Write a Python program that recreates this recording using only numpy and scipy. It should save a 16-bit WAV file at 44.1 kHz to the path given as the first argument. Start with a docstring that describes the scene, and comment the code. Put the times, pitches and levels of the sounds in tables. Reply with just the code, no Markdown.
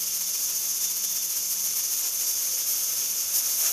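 """A pressure cooker, close to the microphone, in front of a wooden wall.
From the start the weight wobbles on its vent and lets the hissing steam out in puffs, about 14 a second,
each louder and brighter than the jet between. Droplets spit, the weight ticks, the pot simmers and hums.
Around one second a faint whistle comes and goes. From two seconds the boil grows and a lower gush
comes in, swelling at the end as the puffs slow down."""
import sys
import numpy as np
from scipy import signal
from scipy.fft import rfft, irfft, next_fast_len
from scipy.io import wavfile
from scipy.ndimage import map_coordinates

SR = 44100
rng = np.random.default_rng(int(sys.argv[2]) if len(sys.argv) > 2 else 0)


def unload_audio(sound):
    """Save the sound as a 16-bit wav file, at the path given as the first command line argument."""
    columns = np.transpose(np.atleast_2d(sound))
    # keep every value between -1 and 1, then stretch to whole-number steps
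    steps = np.round(np.clip(columns, -1, 1) * 32767)
    wavfile.write(sys.argv[1], SR, steps.astype(np.int16))


N = 164052


def amp(db):
    """Decibels to gain."""
    return 10 ** (np.asarray(db) / 20)


def unit(x):
    """Scale to rms 1."""
    return x / np.sqrt(np.mean(x ** 2) + 1e-20)


def curve(rows):
    """(time, value) points to one value per sample."""
    return np.interp(np.arange(N) / SR, *np.transpose(rows))


def wobble(per_s):
    """A smooth random curve with per_s knots a second."""
    return map_coordinates(rng.standard_normal(N // 20), [np.arange(N) * per_s / SR], mode="wrap")


def filtered(x, response):
    """Filter x by a gain given as a function of frequency."""
    size = next_fast_len(N + SR // 2)
    return irfft(rfft(x, size) * response(np.fft.rfftfreq(size, 1 / SR)), size)[..., :N]


def coloured(x, spectrum):
    """Shape x by (frequency, level) points, silent beyond both ends."""
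    points_hz, db = np.transpose(spectrum)

    def response(hz):
        gain = amp(np.interp(np.log(hz + 1), np.log(points_hz + 1), db))
        return gain * (hz > points_hz[0]) * (hz < points_hz[-1])
    return filtered(x, response)


def noise(spectrum):
    """Coloured noise of rms 1."""
    return unit(coloured(rng.standard_normal(N), spectrum))


def ring(x, modes):
    """x through a set of resonances, at rms 1."""
    def response(hz):
        return sum(amp(db) * 1j * hz * width / (centre ** 2 - hz ** 2 + 1j * hz * width)
                   for centre, width, db in modes)
    return unit(filtered(x, response))


def ticks(per_s, spread_db):
    """Random impulses whose sizes scatter by spread_db."""
    impulses = (rng.random(N) < per_s / SR) * rng.choice([-1, 1], N)
    return impulses * amp(spread_db * np.clip(rng.standard_normal(N), -2, 2))


# the kitchen's low rumble (frequency [Hz], level [dB])
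ROOM_SPECTRUM = [(20, -12), (55, -6), (90, 1.5), (200, -1.5), (280, -6), (500, -51)]


def room_tone():
    """A steady low rumble lies under everything."""
    return amp(-65) * noise(ROOM_SPECTRUM)


def kitchen(x, echo_db=-14, t60_s=0.16):
    """Close surfaces return a short, dense echo to the microphone."""
    t = np.arange(SR // 4) / SR
    tail = rng.standard_normal(len(t)) * amp(-60 * t / t60_s)
    echo = signal.fftconvolve(x, tail / np.linalg.norm(tail))[:N]
    return (x + amp(echo_db) * echo) / np.hypot(1, amp(echo_db))


# loudness of the low hum (time [s], level [dB])
HUM_LEVEL = [(0, -64), (.25, -59.5), (.38, -71), (.52, -63.5), (1.4, -66.5), (1.65, -59.5), (1.9, -82),
             (3.72, -68)]


def hum(pitch_hz=184.3, waver_hz=4.1, waver_db=2.5):
    """A faint low note wavers, drops away halfway through and creeps back."""
    phase = 2 * np.pi * np.cumsum(pitch_hz + waver_hz * wobble(per_s=22)) / SR
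    return amp(curve(HUM_LEVEL) + waver_db * wobble(per_s=14)) * unit(np.sin(phase))


# the pot's hollow resonances (frequency [Hz], width [Hz], level [dB])
POT_MODES = [(79, 10, -13), (123.7, 10.5, -1.5), (186.7, 18, -1), (360.4, 10, -0.5), (525, 10, 0.5)]
# strength of the boil (time [s], level [dB])
BOIL_LEVEL = [(0, -67.5), (1.9, -68), (2.8, -63), (3.1, -60), (3.72, -64)]


def pot(swell_at_s=2.54, swell_width_s=0.09, swell_db=-55):
    """Boiling water stirs the pot's resonances; the top one swells once."""
    t = np.arange(N) / SR
    envelope = amp(swell_db) * np.exp(-((t - swell_at_s) / swell_width_s) ** 2)
    swell = envelope * ring(rng.standard_normal(N), POT_MODES[-1:])
    simmer = amp(curve(BOIL_LEVEL)) * ring(rng.standard_normal(N), POT_MODES)
    return simmer + swell


# loudness of the whistle at the vent (time [s], level [dB])
WHISTLE_LEVEL = [(0, -53), (.78, -52.5), (.85, -44), (1.0, -57), (1.06, -47), (1.2, -50), (1.35, -56),
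                 (3.72, -51)]
# resonance of the gap (frequency [Hz], width [Hz], level [dB])
GAP_MODE = [(3555, 45, 0)]


def whistle():
    """A breathy note comes and goes in the gap under the weight."""
    return amp(curve(WHISTLE_LEVEL)) * ring(rng.standard_normal(N), GAP_MODE)


# loudness of the gush (time [s], level [dB])
GUSH_LEVEL = [(0, -106), (1.7, -73), (2.2, -56.5), (3.25, -54), (3.38, -47), (3.45, -48), (3.58, -54),
              (3.66, -38.5), (3.72, -44)]
# its colour (frequency [Hz], level [dB])
GUSH_SPECTRUM = [(150, -23), (400, -10), (680, 3), (950, -7.5), (1300, 4), (1950, -4), (2300, 2.5),
                 (3300, 0), (4000, -1), (7000, -33)]


def gush(sputter_db=0.78):
    """A lower, sputtering rush of steam swells towards the end."""
    return amp(curve(GUSH_LEVEL) + sputter_db * wobble(per_s=40)) * noise(GUSH_SPECTRUM)


# the weight's ring (frequency [Hz], width [Hz], level [dB])
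WEIGHT_MODES = [(5645, 35, -7), (6335, 30, 0), (6452, 30, -2), (6817, 30, -1), (9560, 35, -9),
                (10630, 60, -7), (12390, 40, -6)]


def weight(flow_db):
    """The steel weight chatters on the vent, harder as it lifts."""
    knocks = ticks(per_s=90, spread_db=2.5) * amp(flow_db)
    return amp(-43) * ring(knocks, WEIGHT_MODES)


# the loudest spits of water (time [s], level [dB])
WATER_SPITS = [(.357, -28), (.945, -28), (1.158, -27), (1.369, -29), (1.948, -26), (2.695, -28),
               (3.341, -26), (3.464, -24), (3.662, -24)]
# the vent's resonance, shared by droplets and hiss (frequency [Hz], level [dB])
VENT_SPECTRUM = [(4450, -15.6), (4670, -11), (4970, -13.3), (5230, -6.2), (5750, -3.9), (6200, -.3),
                 (6850, -3), (6960, -7.6), (7410, -9.2), (7700, -14)]
VENT_SWING = 0.57  # dB of sound per dB of flow


def droplets(flow_db, spray_db=-40, spit_decay_s=0.0018):
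    """Fine spray and a few bigger spits sound in the vent's resonance."""
    t = np.arange(N) / SR
    drops = coloured(ticks(per_s=350, spread_db=0), VENT_SPECTRUM)
    spray = amp(spray_db) * unit(drops * amp(VENT_SWING * flow_db))
    spits = sum(amp(db) * (t >= at) * np.exp(-np.abs(t - at) / spit_decay_s) for at, db in WATER_SPITS)
    return spray + spits * noise(VENT_SPECTRUM)


# puffs as the weight lifts (time [s], rise of the flow [dB], length [s])
STEAM_PUFFS = [(0.024, 4, 0.04), (0.09, 3, 0.046), (0.155, 5.5, 0.047), (0.215, 4.3, 0.02),
               (0.293, 4.8, 0.036), (0.35, 5.3, 0.023), (0.426, 5, 0.067), (0.499, 3.8, 0.028),
               (0.564, 3, 0.033), (0.633, 3.5, 0.1), (0.706, 3, 0.035), (0.765, 2, 0.05),
               (0.837, 5.5, 0.051), (0.914, 4, 0.036), (0.97, 5.5, 0.025), (1.047, 6.5, 0.021),
               (1.118, 4.5, 0.032), (1.168, 5, 0.03), (1.242, 5, 0.036), (1.313, 4, 0.032),
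               (1.378, 5, 0.028), (1.44, 2, 0.059), (1.517, 6, 0.044), (1.598, 2.6, 0.033),
               (1.659, 5.5, 0.048), (1.721, 1.5, 0.07), (1.782, 5.5, 0.051), (1.85, 3.5, 0.031),
               (1.927, 5, 0.039), (1.99, 4.5, 0.054), (2.064, 4.5, 0.056), (2.146, 3, 0.032),
               (2.21, 4.2, 0.062), (2.295, 5.5, 0.061), (2.38, 3, 0.048), (2.453, 3.5, 0.074),
               (2.538, 4, 0.029), (2.599, 3.5, 0.057), (2.708, 6.5, 0.067), (2.805, 3.5, 0.094),
               (2.903, 2, 0.08), (2.995, 3, 0.056), (3.077, 2, 0.11), (3.195, 2, 0.068), (3.275, 1.5, 0.07),
               (3.368, 8.5, 0.065), (3.498, 4.5, 0.1), (3.645, 6.5, 0.14)]


def flow(pressure_db_per_s=0.61, flutter_db=0.66, steepness=5.3):
    """Steam flow in dB: slowly rising pressure, flat-topped puffs and a fast flutter."""
    t = np.arange(N) / SR
    puffs = sum(db / (1 + np.abs(2 * (t - at) / length) ** steepness) for at, db, length in STEAM_PUFFS)
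    return pressure_db_per_s * t + puffs + flutter_db * wobble(per_s=87)


# the jet below the vent's resonance (frequency [Hz], level [dB])
RUSH_SPECTRUM = [(150, -45), (300, -26.5), (370, -24.5), (520, -24), (800, -25.5), (1340, -21.5),
                 (1440, -25), (1570, -26), (1870, -24), (1960, -26.5), (2130, -21), (2670, -21),
                 (2780, -17.3), (3230, -19), (3540, -17), (3640, -20), (3790, -23), (3920, -18.7),
                 (4450, -18.3)]
# the jet above it (frequency [Hz], level [dB])
FIZZ_SPECTRUM = [(7700, -15), (8200, -13), (8380, -15.5), (9000, -11.7), (9190, -15.5), (9540, -7.7),
                 (9860, -7.5), (10120, -15), (10420, -6.6), (10620, -6.6), (10900, -13.3), (11430, -10.5),
                 (11650, -6.2), (12320, -4.7), (12550, -7.7), (12900, -6), (14450, -16.5), (15100, -17)]


def jet(flow_db, drift_db=0.94, top_from_hz=11500):
    """Turbulence in the vent, heard close; the fizz follows the flow most, so puffs are brighter."""
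    rush_db = -47 + 0.65 * flow_db + drift_db * wobble(per_s=22)
    rush = amp(rush_db) * noise(RUSH_SPECTRUM)
    hiss_db = -32.5 + VENT_SWING * flow_db + drift_db * wobble(per_s=22)
    grain_db = 0.62 * wobble(per_s=630)
    hiss = amp(hiss_db + grain_db) * noise(VENT_SPECTRUM)
    treble = noise(FIZZ_SPECTRUM)
    top = filtered(treble, lambda hz: hz > top_from_hz)
    fizz = (treble - top) * amp(0.95 * flow_db) + top * amp(1.014 * flow_db)
    return rush + hiss + amp(-35) * fizz


def scene():
    """Close steam with its echo, over the pot and the room, alike in both channels."""
    flow_db = flow()
    steam = jet(flow_db) + gush() + whistle() + droplets(flow_db) + weight(flow_db)
    mono = kitchen(steam) + pot() + room_tone() + hum()
    return np.array([mono, mono])


def record(dry, cutoff_hz=15080):
    """The microphone's signal holds nothing above the cutoff."""
    return filtered(dry, lambda hz: hz < cutoff_hz)


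dry = scene()
out = record(dry)
unload_audio(out)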